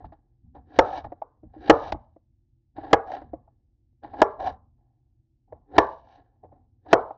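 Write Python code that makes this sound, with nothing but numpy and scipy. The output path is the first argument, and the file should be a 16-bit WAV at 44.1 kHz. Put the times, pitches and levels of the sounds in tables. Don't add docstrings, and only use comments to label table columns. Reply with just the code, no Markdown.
import sys
import numpy as np
from scipy import signal
from scipy.fft import rfft, irfft
from scipy.io import wavfile
from scipy.ndimage import uniform_filter1d

SR = 44100
rng = np.random.default_rng(int(sys.argv[2]) if len(sys.argv) > 2 else 0)


def undo_db(level):
    steps = np.asarray(level, float) / 20
    return 10 ** steps


def unload_audio(sound):
    columns = np.transpose(np.atleast_2d(sound))
    steps = np.round(np.clip(columns, -1, 1) * 32767)
    wavfile.write(sys.argv[1], SR, steps.astype(np.int16))


N = 316197
STEP = 32

# f/Hz, level/dB, t60/s
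BOARD_MODES = [(311.7, -4, 0.045), (403, -4, 0.037), (462, 0.5, 0.027), (577, -0.5, .03),
               (685.4, 0.27, 0.032), (788, -4.5, .035), (856.5, -3.5, .035), (980, -5, .03),
               (1156, -9, 0.01), (1362, -16, 0.028), (1590, -7, 0.01), (1713, -12.5, 0.032),
               (2444, -23, 0.0075), (3156, -29.5, 0.029), (3631, -31, 0.0083)]
# f/Hz, level/dB, t60/s
BLADE_MODES = [(5560, -42, .065), (5660, -46, .05)]


def blow(spot, bend_db):
    t = np.arange(8000) / SR
    sound = np.zeros(8000)
    for k, (hz, db, t60) in enumerate(BOARD_MODES):
        level_db = db + 2.3 * spot[k] + bend_db * (hz < 350)
        sound += (-1) ** k * undo_db(level_db) * ring(t, hz * (1 + 0.031 * spot[-1 - k]), t60)
    sound += 0.39 * np.diff(spot, prepend=0) * np.exp(-t / .0015)
    rattle = resonances(spot, [(557, 380, 0.15), (1110, 790, -9.5)])
    sound += 0.55 * rattle * np.exp(-t / 0.0044)
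    for hz, db, t60 in BLADE_MODES:
        sound += undo_db(db) * ring(t, hz, t60)
    return sound * (1 - np.exp(-t / .0005))


# t/s, level/dB, board bending/dB, heel bounce delay/ms, bounce level/dB
CHOPS = [
    (0.789, 7.5, -2, 7.7, -14.5),
    (1.698, 13, 3.5, 9.1, -15.5),
    (2.931, 8.5, -0.8, 9.1, -12.5),
    (4.218, 2, -0.2, 8.3, -11),
    (5.782, 10, 2.5, 7.5, -19),
    (6.93, 8.5, 1.1, 9.1, -12),
]


def slams():
    mix = np.zeros(N)
    for s, peak_db, bend_db, bounce_ms, bounce_db in CHOPS:
        hit = blow(rng.standard_normal(8000), bend_db)
        bounce = blow(rng.standard_normal(8000), bend_db)
        add(hit, bounce_ms / 1000, undo_db(bounce_db) * bounce)
        add(mix, s - .0005, undo_db(peak_db) * hit / abs(hit).max())
    return no_bass(mix)


# f/Hz, width/Hz, level/dB
RUB_MID = [(570, 69, -9), (730, 79, 3), (820, 80, 1), (882, 140, -8), (1075, 97, -16.5)]
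# f/Hz, width/Hz, level/dB
RUB_TIP = [(1380, 150, -3), (1680, 130, 5), (1940, 220, -9.5)]
# f/Hz, width/Hz, level/dB
RUB_BEND = [(290, 39, 0.76), (432, 150, -8)]
# f/Hz, width/Hz, level/dB
RUB_HIGH = [(2260, 220, 4), (2950, 380, 4), (3840, 450, 3.8), (4700, 420, -4)]
# f/Hz, width/Hz, level/dB
RUB_EDGE = [(5250, 400, -2.5), (5750, 405.7, 0.33), (6400, 450, -8)]


def rubbing(gains):
    sizes = undo_db(2.2 * np.minimum(rng.exponential(1, N), 4))
    grains = rng.standard_normal(N) * sizes * (rng.random(N) < 9000 / SR)
    slips = grains * undo_db(2.2 * evened(smoothed_noise(300)))
    bodies = (RUB_MID, RUB_TIP, RUB_BEND, RUB_HIGH, RUB_EDGE)
    return sum(gain * resonances(slips, modes) for gain, modes in zip(gains, bodies))


# tip contact/dB, board bending/dB, steel on plastic/dB
BITE_MIX, PUSH_MIX, DRAG_MIX = (-1, -7, -22), (-1, -1.5, -16), (-5, -16, -12)
BEND_SHARE, HISS_SHARE = .75, 1.2
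TIP_SHARE = .6


def stroke(shape_db, press_db, hiss_db, mix):
    tip_db, bend_db, steel_db = mix
    tip = TIP_SHARE * hiss_db + (1 - TIP_SHARE) * press_db + tip_db + shape_db
    hiss = hiss_db + HISS_SHARE * shape_db
    bend = press_db + bend_db + np.minimum(BEND_SHARE * shape_db, shape_db + 25)
    return undo_db([press_db + shape_db, tip, bend, hiss, hiss + steel_db])


# t/s, time to ease 30 dB/s, pressure level/dB, edge hiss level/dB
BITES = [(0.005, 0.1, -52, -85), (0.046, 0.06, -53, -74), (0.127, .06, -54.5, -78),
         (0.455, 0.1, -79.5, -110), (0.553, 0.08, -45, -77), (0.72, .4, -56.5, -76.5),
         (1.048, .045, -37, -66), (1.44, 0.3, -69.5, -110), (1.54, .13, -52, -79), (1.655, 0.4, -49.5, -63),
         (2.766, 0.37, -43.5, -67), (2.832, 1.2, -45, -70), (3.168, .13, -39, -63),
         (4.036, .075, -36.5, -61), (4.09, .9, -55, -77), (4.138, 0.35, -39.5, -69), (4.778, .5, -75, -110),
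         (5.485, 0.5, -66, -110), (5.526, 0.1, -50.5, -100), (5.742, .2, -38.5, -70),
         (6.176, 0.17, -56, -78), (6.326, 0.4, -71.5, -110), (6.438, .075, -49.5, -100),
         (6.52, .16, -55.5, -100), (6.864, 0.6, -48.5, -81)]


def bites():
    power = 0
    for s, fall, db, hiss_db in BITES:
        slam = min(row[0] for row in CHOPS if row[0] > s)
        gains = stroke(easing(s, .012, fall), db, hiss_db, BITE_MIX)
        power = power + gains ** 2 * (clock() < slam)
    return power


# t/s, time to swell 30 dB/s, pressure/dB, edge hiss/dB, skid hiss/dB
PUSHES = [
    (0.778, 0.0961, -43, -55.5, -62),
    (1.688, 0.1224, -40, -50.5, -56),
    (2.92, .08, -42.5, -60, -71),
    (4.207, .06, -35, -53, -72),
    (5.77, 0.056, -29, -51, -56),
    (6.921, 0.0619, -38.5, -51, -66),
]
PUSH_STOP_S, SKID_AFTER_S, SKID_S = .02, .03, .3


def pushes():
    power = 0
    for s, rise, db, hiss_db, skid_db in PUSHES:
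        push = swell(s, rise, PUSH_STOP_S)
        skid = swell(s + SKID_AFTER_S, PUSH_STOP_S, SKID_S)
        power = power + stroke(push, db, hiss_db, PUSH_MIX) ** 2
        power = power + stroke(skid, skid_db, skid_db, DRAG_MIX) ** 2
    return power


# start t/s, length/s, end pressure/dB, growth/dB, edge hiss/dB
DRAGS = [
    (0.85, 0.14, -33.5, 3, -52),
    (1.769, .12, -33.5, 3, -52.5),
    (3.068, .075, -35.5, 7, -57),
    (4.398, .088, -27.5, 6, -49.5),
    (6.05, .11, -55, 2, -70),
]
DRAG_RISE_S, DRAG_LIFT_S = .025, 0.064
SPEED_DB = 8.5


def drags():
    power = 0
    for s, length, db, growth_db, hiss_db in DRAGS:
        to_go = np.clip(1 - (clock() - s) / length, 0, 1)
        shape_db = swell(s, DRAG_RISE_S, DRAG_LIFT_S, length) - growth_db * to_go
        power = power + stroke(shape_db, db, hiss_db - SPEED_DB * to_go, DRAG_MIX) ** 2
    return power


def strokes():
    return [stretched(gain) for gain in np.sqrt(bites() + pushes() + drags())]


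def tap(hz, crack_db, t60, bend_db):
    t, chance = np.arange(4000) / SR, rng.standard_normal(4000)
    body = ring(t, hz, t60) + 0.85 * ring(t, .8 * hz, t60)
    body += undo_db(bend_db) * ring(t, BOARD_MODES[0][0], 1.5 * t60)
    body *= np.exp(-(t / (0.87 * t60)) ** 2)
    dull = signal.sosfilt(signal.butter(4, 1900, fs=SR, output="sos"), chance)
    thud_modes = [(hz, 350, 0.1), (1.4 * hz, 400, -9), (1650, 350, crack_db / 2 + 11)]
    thud = 0.3 * resonances(dull, thud_modes) * undo_db(-60 * t / (.8 * t60))
    crack = resonances(chance, [(2602, 2100, 0)]) * np.exp(-t / .0035) * (1 - np.exp(-t / .001))
    return (body + thud) * (1 - np.exp(-(t / 0.003) ** 2)) + undo_db(crack_db + 2) * crack


# t/s, level/dB, f/Hz, crack level/dB, board bending/dB
TICKS = [(0.042, -34.5, 860, -40.5, -9), (0.121, -40, 814, -40, -7.5), (0.549, -43, 717, -37, -6),
         (0.718, -50, 770, -30.5, -3), (0.859, -45, 710, -13, 0.5), (0.882, -26, 790, -45, -25),
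         (1.043, -26, 827, -32.5, -29), (1.12, -25, 710, -47, -8), (1.218, -16.5, 822, -52, -30),
         (1.676, -28, 790, -30, -8), (1.922, -9.5, 805, -21, -12.5), (2.782, -24.5, 803, -43, -1),
         (2.832, -36, 785, -31, -17), (2.910, -31, 780, -24, -10), (3.101, -27, 750, -40, -20),
         (3.118, -21, 760, -24, -24), (3.149, -26, 734, -22, -21.5), (4.044, -30, 845, -38, -5.5),
         (3.216, -34, 720, -34, -6), (4.139, -26.5, 820, -39.5, -25)]


def ticks():
    mix = np.zeros(N)
    for s, db, hz, crack_db, bend_db in TICKS:
        t60 = .039 * 2 ** ((db + 20) / -22)
        add(mix, s - .0008, undo_db(db) * tap(hz, crack_db, t60, bend_db))
    return mix


# t/s, level/dB, f/Hz, t60/s, board bending/dB
DROPS = [(1.066, -31, 790, 0.029, -16), (1.432, -46, 608, 0.072, 7.5), (1.563, -47.5, 590, 0.1, 11),
         (1.945, -25.5, 835, 0.038, 0), (2.162, -40.5, 669, 0.037, -2.5), (3.333, -22, 682.5, 0.046, -2.5),
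         (3.476, -46.5, 834, 0.05, -20), (4.478, -26, 759, 0.078, -32), (5.524, -24.5, 617, 0.04, -17),
         (6.442, -39, 606, 0.05, -10.5), (6.523, -43, 706, 0.054, -8), (6.862, -36, 855, 0.051, -20.5),
         (7.106, -21.5, 794, 0.042, -19.5)]


def drops():
    mix = np.zeros(N)
    for s, db, hz, t60, bend_db in DROPS:
        add(mix, s - .0008, undo_db(db) * tap(hz, -58, t60, bend_db))
    return mix


# f/Hz, t60/s
KITCHEN_T60 = [(100, 0.1), (300, .22), (700, 0.39), (1400, 0.3), (2200, 0.26), (3200, 0.12), (5000, .085)]
# f/Hz, level/dB
KITCHEN_COLOUR = [(100, -15.5), (300, -7.5), (480, -2), (750, -5), (1300, -2), (2200, -11.5), (4000, -15),
                  (7000, -29)]


def kitchen(x):
    taps = np.zeros(SR // 2)
    at = np.arange(500, SR // 2 - 20, 20)
    taps[at + rng.integers(0, 20, len(at))] = rng.choice([-1., 1.], len(at))
    hz, t, z = signal.stft(taps, SR, nperseg=256)
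    decay_db = 60 * t / read(KITCHEN_T60, hz)[:, None]
    z = z * undo_db(read(KITCHEN_COLOUR, hz)[:, None] - decay_db)
    tail = signal.istft(z, SR, nperseg=256)[1]
    x = x * (0.7 + 0.7 * evened(smoothed_noise(40)))
    return signal.fftconvolve(x, tail / np.linalg.norm(tail))[:N]


# t/s, level/dB, time to ease 30 dB/s
BUMPS = [(0.05, -40.5, 0.12), (0.454, -50, .4), (0.586, -55, 0.24), (0.81, -31, 0.07), (1.056, -41.5, 0.15),
         (1.44, -46, 0.2), (1.592, -50.5, 0.16), (1.72, -27, .06), (1.936, -34, .1), (2.776, -52, .5),
         (2.95, -34, .06), (3.242, -48, .16), (3.33, -48.5, 0.17), (3.93, -64, 0), (4.054, -54, 0.8),
         (4.24, -39, 0), (4.518, -52, .3), (5.524, -52.5, 0.2), (5.79, -27, .05), (6.426, -58.5, .8),
         (6.95, -40, .14)]
# f/Hz, level/dB per Hz
SHAKE_TONE = [(12, -42.5), (20, -6.5), (81, 5.5), (192, -13), (250, -4), (320, -33.5), (550, -120)]
REST_DB, LEAN_DB = -76, -19


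def counter(pressure):
    bumps = stretched(sum(undo_db(db + easing(s, 0.047, fall)) for s, db, fall in BUMPS))
    lean = undo_db(LEAN_DB) * uniform_filter1d(pressure, size=2000)
    return (bumps + lean + undo_db(REST_DB)) * coloured(SHAKE_TONE)


# f/Hz, level/dB per Hz
HUM = [(15, -45), (25, -17.5), (43, -0.5), (61, -7), (76, -6.5), (128, -1.5), (156, -31.5), (237, -19),
       (259, -25.5), (340, -16), (395, -41), (900, -43.5), (1170, -83.5), (1980, -120)]


def fridge():
    return undo_db(-67) * coloured(HUM)


def evened(x):
    return x / np.sqrt(np.mean(x ** 2) + 1e-20)


def smoothed_noise(size):
    return uniform_filter1d(uniform_filter1d(rng.standard_normal(N), size), size)


def read(points, hz):
    f, value = np.transpose(points)
    return np.interp(np.log(hz + 1), np.log(f + 1), value)


def add(mix, s, sound):
    part = mix[max(round(s * SR), 0):][:len(sound)]
    part += sound[:len(part)]


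def resonances(x, modes):
    total = 0
    for k, (hz, width, db) in enumerate(modes):
        b, a = signal.iirpeak(hz, hz / (1.5 * width), SR)
        total = total + (-1) ** k * undo_db(db) * signal.lfilter(b, a, signal.lfilter(b, a, x))
    return evened(total)


def coloured(points):
    spectrum = rfft(rng.standard_normal(N)) * undo_db(read(points, np.fft.rfftfreq(N, 1 / SR)))
    return evened(irfft(spectrum, N))


def ring(t, hz, t60):
    return undo_db(-60 * t / t60) * np.sin(2 * np.pi * hz * t)


def no_bass(x):
    return signal.sosfiltfilt(signal.butter(2, 190, "high", fs=SR, output="sos"), x)


def overloaded(x, ceiling):
    return x / (1 + abs(x / ceiling) ** 12) ** (1 / 12)


def swell(s, rise, fall, hold=0):
    t = clock() - s
    return -30 * np.maximum(np.maximum(-t / rise, (t - hold) / fall), 0)


def easing(s, rise, fall):
    return np.maximum(swell(s, rise, fall), -24 + swell(s, rise, .45))


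def clock():
    return np.arange(0, N + STEP, STEP) / SR


def stretched(control):
    return np.interp(np.arange(N) / SR, clock(), control)


def scene():
    gains = strokes()
    chops, rubs = slams(), rubbing(gains)
    knocks = ticks() + drops()
    room = kitchen(undo_db(-25.5) * chops + undo_db(-34) * knocks + undo_db(-33) * rubs)
    return (chops + knocks + rubs + room + counter(gains[0]) + fridge())[None]


def roll_off(x):
    return signal.sosfilt(signal.butter(12, 9050, fs=SR, output="sos"), x)


def record(dry):
    excess = overloaded(dry, .68) - dry
    clipped = overloaded(dry + .3 * excess + .7 * no_bass(excess), .69)
    clipped = clipped + undo_db(-97) * rng.standard_normal(N)
    narrow = signal.sosfiltfilt(signal.butter(5, 6700, fs=SR, output="sos"), clipped)
    narrow = signal.sosfiltfilt(signal.butter(16, 8900, fs=SR, output="sos"), narrow)
    finished = narrow + undo_db(-103) * rng.standard_normal(N)
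    return roll_off(finished)


dry = scene()
out = record(dry)
unload_audio(out)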